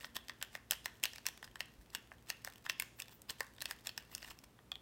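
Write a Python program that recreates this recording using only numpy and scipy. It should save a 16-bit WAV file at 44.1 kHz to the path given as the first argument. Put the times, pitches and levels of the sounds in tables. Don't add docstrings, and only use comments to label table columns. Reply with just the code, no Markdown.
import sys
import numpy as np
from scipy import signal
from scipy.fft import rfft, irfft, next_fast_len
from scipy.io import wavfile
from scipy.ndimage import map_coordinates

SR = 44100
rng = np.random.default_rng(int(sys.argv[2]) if len(sys.argv) > 2 else 0)


def unload_audio(sound):
    columns = np.transpose(np.atleast_2d(sound))
    steps = np.round(np.clip(columns, -1, 1) * 32767)
    wavfile.write(sys.argv[1], SR, steps.astype(np.int16))


N = 212383

# start_s, level_db, wall_db, edge_db (both relative to the level), patch_hz
BUCKLES = [(0.0449, -45, 1, -35, 3310), (0.1659, -38, -8.5, -4, 3400), (0.2836, -50.5, -6, -5, 3300),
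           (0.2959, -44.5, 2.5, -15, 3380), (.4141, -49, -1, -17, 3230), (0.4261, -38, -5, -1.5, 3000),
           (0.5518, -47, 7, -4.5, 5430), (.7097, -29.5, -12, 1.5, 3130), (0.72, -41.5, 1.5, .5, 4100),
           (.7331, -43.5, -4.5, -7, 2920), (0.8576, -39.5, 3, -2, 5400), (1.0305, -51, -2.5, -1, 2550),
           (1.0371, -28.5, -21, -2.5, 3300), (1.0438, -43.5, -1, -3, 4900), (1.0546, -34, -8, -5.5, 2880),
           (1.134, -52.5, -3, -5, 5500), (1.159, -52, -4, -3, 2300), (1.1824, -51.5, -1, -7.5, 4580),
           (1.2553, -50.5, -0.5, -22, 2580), (1.2657, -34.5, -7, 1, 5460), (1.286, -46.5, -2, 1, 3460),
           (1.4274, -53.5, 6.5, -5, 3220), (1.476, -61, 3.5, -12, 3110), (1.5567, -51.5, 4, -7, 3100),
           (1.6055, -36.5, -2.5, -9.5, 2770), (1.949, -37, -4, -4.5, 2860), (2.117, -66, 16.5, -12, 2700),
           (2.3014, -36, -3.5, -4, 2730), (2.4476, -47.5, -0.5, 5, 5100), (2.4741, -58.5, 16, -20, 2830),
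           (2.6634, -49, 8, -18, 3550), (2.697, -31, -4.5, -13, 2700), (2.7987, -35, -6.5, 1.5, 2200),
           (2.822, -43.5, -1, 2, 2700), (3.0006, -45.5, -14, 1.5, 2500), (3.0205, -44, -11, -3.5, 3530),
           (3.0822, -57, -7, -4.5, 3460), (3.2183, -61.5, -20, 8.5, 3900), (3.2971, -41.5, -6, -20, 4100),
           (3.3042, -45.5, -11, 2.5, 4950), (3.406, -42, 8.5, 2.5, 4700), (3.583, -56, -3.5, -21, 3630),
           (3.606, -49, -13, -7, 3980), (3.6155, -45, -8, -10, 4070), (3.6204, -43, -2, 4, 2700),
           (3.656, -37, -10.5, -8.5, 2650), (3.7102, -43, 2.5, 1.5, 4800), (3.8707, -38.5, -7.5, -2, 3460),
           (3.892, -42, -11.5, -14, 2650), (3.9773, -40.5, -3, -5, 5130), (4.1499, -43, -13, 3, 5240),
           (4.1798, -51.5, -12, -3, 2720), (4.2279, -51, 0.5, -19, 4630), (4.2463, -55.5, 1, -18, 2800),
           (4.3887, -58, -27, -1, 5530)]
# pitch_hz, level_db, t60_s
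FOIL_MODES = [(646, 0, 0.0024), (1026, -7.5, 0.0094), (1560, -12, 0.0095), (1796, -0.5, 0.013),
              (2700, 4, 0.0062), (3325, -4, 0.014), (4450, -8.5, 0.01), (5330, -10.5, 0.024)]


def amp(db):
    return 10 ** (np.asarray(db) / 20)


def unit(x):
    return x / np.sqrt(np.mean(x ** 2) + 1e-20)


def along(points, hz):
    point_hz, values = np.transpose(points)
    return np.interp(np.log(hz + 1), np.log(point_hz + 1), values)


def filtered(x, response):
    size = next_fast_len(N + SR // 2)
    return irfft(rfft(x, size) * response(np.fft.rfftfreq(size, 1 / SR)), size)[:N]


def coloured(x, points):
    size = 2048
    cepstrum = irfft(np.log(amp(along(points, np.fft.rfftfreq(size, 1 / SR)))))
    cepstrum[1:size // 2] *= 2
    cepstrum[size // 2 + 1:] = 0
    return signal.oaconvolve(x, irfft(np.exp(rfft(cepstrum))))[:N]


def wobble(rate_hz):
    knots = rng.standard_normal(int(N * rate_hz / SR) + 4)
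    return map_coordinates(knots, [np.arange(N) * rate_hz / SR])


def swells(rows):
    t = np.arange(N) / SR
    return sum(amp(db) * np.exp(-.5 * ((t - peak_s) / half_s) ** 2) for peak_s, db, half_s in rows)


def add(track, start_s, sound):
    start = max(0, round(start_s * SR))
    track[start:start + len(sound)] += sound[:len(track) - start]


def ring(modes, detune, scatter_db, crack_db, crack_t60_s):
    t = np.arange(SR // 30) / SR
    hz, db, t60 = np.transpose(modes)[:, :, None]
    pitch, size, side = rng.standard_normal((3, len(modes), 1))
    decays = amp(db + scatter_db * size - 60 * t / t60)
    tones = np.sign(side) * decays * np.sin(2 * np.pi * hz * (1 + detune * pitch) * t)
    crack = amp(crack_db - 60 * t / crack_t60_s) * rng.standard_normal(len(t))
    onset = 1 - np.exp(-t / 0.000072)
    return (tones.sum(0) + crack) * onset


def voiced(blow, level_db, thud_db, wall_db, edge_db):
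    # low_hz, high_hz
    bands = [(540, 1150), (1480, 2050), (2450, 6000), (6000, 17000)]
    out = np.zeros(len(blow))
    for edges, db in zip(bands, (thud_db, wall_db, 0, edge_db)):
        band = signal.sosfilt(signal.butter(3, edges, "bandpass", fs=SR, output="sos"), blow)
        out += amp(level_db + db) * band / np.std(band[:SR // 250])
    return out


def room_tone():
    # frequency_hz, density_db
    air_colour = [(20, -49), (45, 3), (90, 1), (170, -0.5), (280, -2.5), (450, -6), (1000, -12.5),
                  (2500, -18.5), (6000, -24.5), (15500, -27.5), (16500, -33)]
    # pitch_hz, rms_db
    partials = [(58.5, -74.5), (116.5, -75), (232.5, -78)]
    t = np.arange(N) / SR
    air = unit(filtered(rng.standard_normal(N), lambda hz: amp(along(air_colour, hz))))
    hum = np.zeros(N)
    for hz, db in partials:
        peak = np.sqrt(2) * amp(db + 1.2 * wobble(5.5))
        hum += peak * np.sin(2 * np.pi * hz * t + .5 * wobble(4.11))
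    return amp(-66) * air + hum


def room_tail(x):
    # frequency_hz, t60_s
    decay = [(300, 0.19), (1000, 0.34), (3000, 0.38), (7000, 0.68), (15000, 0.15)]
    # frequency_hz, gain_db
    colour = [(200, -10), (1000, 11), (3000, 7), (6000, 0), (10000, -3), (16000, 8)]
    out = np.zeros(N)
    for start in range(0, N, SR // 4):
        hz, t, noise = signal.stft(rng.standard_normal(SR // 2), SR, nperseg=256)
        fade = amp(along(colour, hz)[:, None] - 60 * t / along(decay, hz)[:, None])
        onset = 1 - np.exp(-t / 0.00055)
        tail = signal.istft(noise * fade * onset, SR, nperseg=256)[1]
        add(out, start / SR, signal.fftconvolve(x[start:start + SR // 4], tail / np.linalg.norm(tail)))
    return out


def echoes(x):
    # delay_s, gain_db
    reflections = [(.0032, -22), (.0068, -21), (.0092, -28.5), (0.0106, -18.5), (0.022, -21)]
    out = np.zeros(N)
    dull = filtered(x, lambda hz: 1 / (1 + 1j * hz / 7000))
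    for delay_s, db in reflections:
        add(out, delay_s, amp(db) * dull)
    return out


def knocks():
    # start_s, level_db, pitch_hz, t60_s
    contacts = [(1.785, -45.5, 53.3, 0.17), (3.4064, -31.5, 516, 0.012)]
    out = np.zeros(N)
    t = np.arange(SR // 3) / SR
    for start_s, db, hz, t60 in contacts:
        envelope = amp(db - 60 * t / t60) * (1 - np.exp(-2 * hz * t))
        add(out, start_s, envelope * np.sin(2 * np.pi * hz * t))
    return out


def powder():
    # peak_s, level_db
    trickles = [(2.998, -63), (3.145, -64), (4.14, -63)]
    half_length_s = 0.02
    grains = rng.standard_normal(N) ** 3
    fizz = unit(filtered(grains, lambda hz: np.exp(-.5 * ((hz - 14800) / 2200) ** 2)))
    return fizz * swells([(peak_s, db, half_length_s) for peak_s, db in trickles])


def cup_clicks():
    # start_s, level_db, wall_db (relative to the level)
    nudges = [(4.5888, -67, 5), (4.7174, -35.5, -17), (4.7553, -43.5, -17)]
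    # pitch_hz, level_db, t60_s
    cup_modes = [(780, -15, 0.031), (1186, -11, 0.019), (1830, -21, 0.015), (2500, -13, 0.014),
                 (3220, 0, 0.016), (3460, 1, 0.0095), (4370, -11, 0.0091), (7560, -11, 0.0042)]
    out = np.zeros(N)
    for start_s, level_db, wall_db in nudges:
        blow = ring(cup_modes, detune=0.0056, scatter_db=1.5, crack_db=-11.5, crack_t60_s=0.0077)
        add(out, start_s, voiced(blow, level_db, thud_db=wall_db - 1.5, wall_db=wall_db, edge_db=-16))
    return out


def creases(per_second, spread_db):
    colours = 20
    chance, size, kind = rng.random(N), rng.exponential(size=N), rng.random(N)
    flips = (chance < per_second / SR) * amp(spread_db * np.minimum(size, 2.5))
    out = np.zeros(N)
    for colour in range(colours):
        tick = ring(FOIL_MODES, detune=0.065, scatter_db=8.0, crack_db=11.5, crack_t60_s=0.0098)
        out += signal.oaconvolve(flips * (np.floor(colours * kind) == colour), tick)[:N]
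    return unit(out)


def strain(rise_s, fall_s):
    wall_share = 0.15
    out = np.zeros(N)
    t = np.arange(-(SR // 12), SR // 12) / SR
    swell = np.exp(np.minimum(t / rise_s, -t / fall_s))
    for start_s, level_db, wall_db, *_ in BUCKLES:
        add(out, start_s + t[0], amp(level_db + wall_share * wall_db) * swell[t >= -start_s])
    return out


def rustle():
    # time_s, level_db
    handling = [(0, -59.5), (.65, -83), (1.1, -62), (1.65, -60.5), (1.85, -70.5), (2.2, -70.5), (2.5, -57),
                (2.92, -68.5), (3.5, -62), (4.25, -67.5), (4.5, -78), (4.55, -100)]
    # peak_s, level_db, half_length_s
    slides = [(.007, -57.5, 0.048), (.161, -42.5, 0.0064), (.548, -55, 0.015), (.853, -52, 0.0066),
              (1.15, -61, 0.0078), (1.27, -50, 0.01), (1.445, -52.5, 0.0082), (1.904, -58, 0.0024),
              (1.945, -52, 0.01), (2.292, -51.5, 0.01), (2.47, -49.5, 0.0063), (2.658, -51.5, 0.0068),
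              (2.999, -53.5, 0.0085), (3.121, -56, 0.0085), (3.303, -48, 0.0094), (3.396, -53.5, 0.0056),
              (3.7, -49, 0.007), (3.862, -53, 0.01), (4.13, -58, 0.019), (4.26, -55.5, .04),
              (4.309, -45, 0.0044), (4.442, -55.5, .0032)]
    handling_db = np.interp(np.arange(N) / SR, *np.transpose(handling))
    working = amp(handling_db + 0.54 * wobble(14) - 7.0)
    settling = amp(-19.5) * strain(rise_s=0.0047, fall_s=0.014)
    sliding = amp(-0.5) * swells(slides)
    giving_way = amp(-11) * strain(rise_s=0.0034, fall_s=0.0064)
    sparse = (working + settling) * creases(per_second=110, spread_db=8.0)
    dense = (sliding + giving_way) * creases(per_second=650, spread_db=4.0)
    return sparse + dense


def snaps(crack_db, wall_gain_db):
    thud_loss = 0.19
    usual_db = np.mean(BUCKLES, axis=0)[1]
    out = np.zeros(N)
    for start_s, level_db, wall_db, edge_db, patch_hz in BUCKLES:
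        modes = FOIL_MODES + [(patch_hz, 9, 24 / patch_hz)]
        blow = ring(modes, detune=0.0056, scatter_db=0.5, crack_db=crack_db, crack_t60_s=0.0076)
        thud_db = wall_db - 8 - thud_loss * (level_db - usual_db)
        add(out, start_s, voiced(blow, level_db, thud_db, wall_db + wall_gain_db, edge_db))
    return amp(1.46) * out


def scene():
    # frequency_hz, gain_db
    facing = [(1000, -1), (3350, -2.5), (3900, 2), (5300, 2), (6900, -0.5), (8100, 4.5), (9000, -1.5),
              (9800, -0.5), (10700, -5), (12200, -1.5), (12800, -0.5), (13900, -1), (15400, -3)]
    front = snaps(crack_db=8.5, wall_gain_db=0.15)
    left, right = [snaps(crack_db=13.5, wall_gain_db=-3.5) for side in "LR"]
    crackle = rustle()
    taps = cup_clicks() + knocks()
    near = coloured(front + crackle, facing) + taps + powder()
    far = room_tail(front + amp(4.0) * crackle + amp(1.5) * taps) + room_tail(left) + room_tail(right)
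    return (near + echoes(near) + amp(-21.0) * far + room_tone())[None]


def record(dry):
    top_hz = 16100
    return filtered(dry[0], lambda hz: 1 / np.sqrt(1 + (hz / top_hz) ** 120))[None]


dry = scene()
out = record(dry)
unload_audio(out)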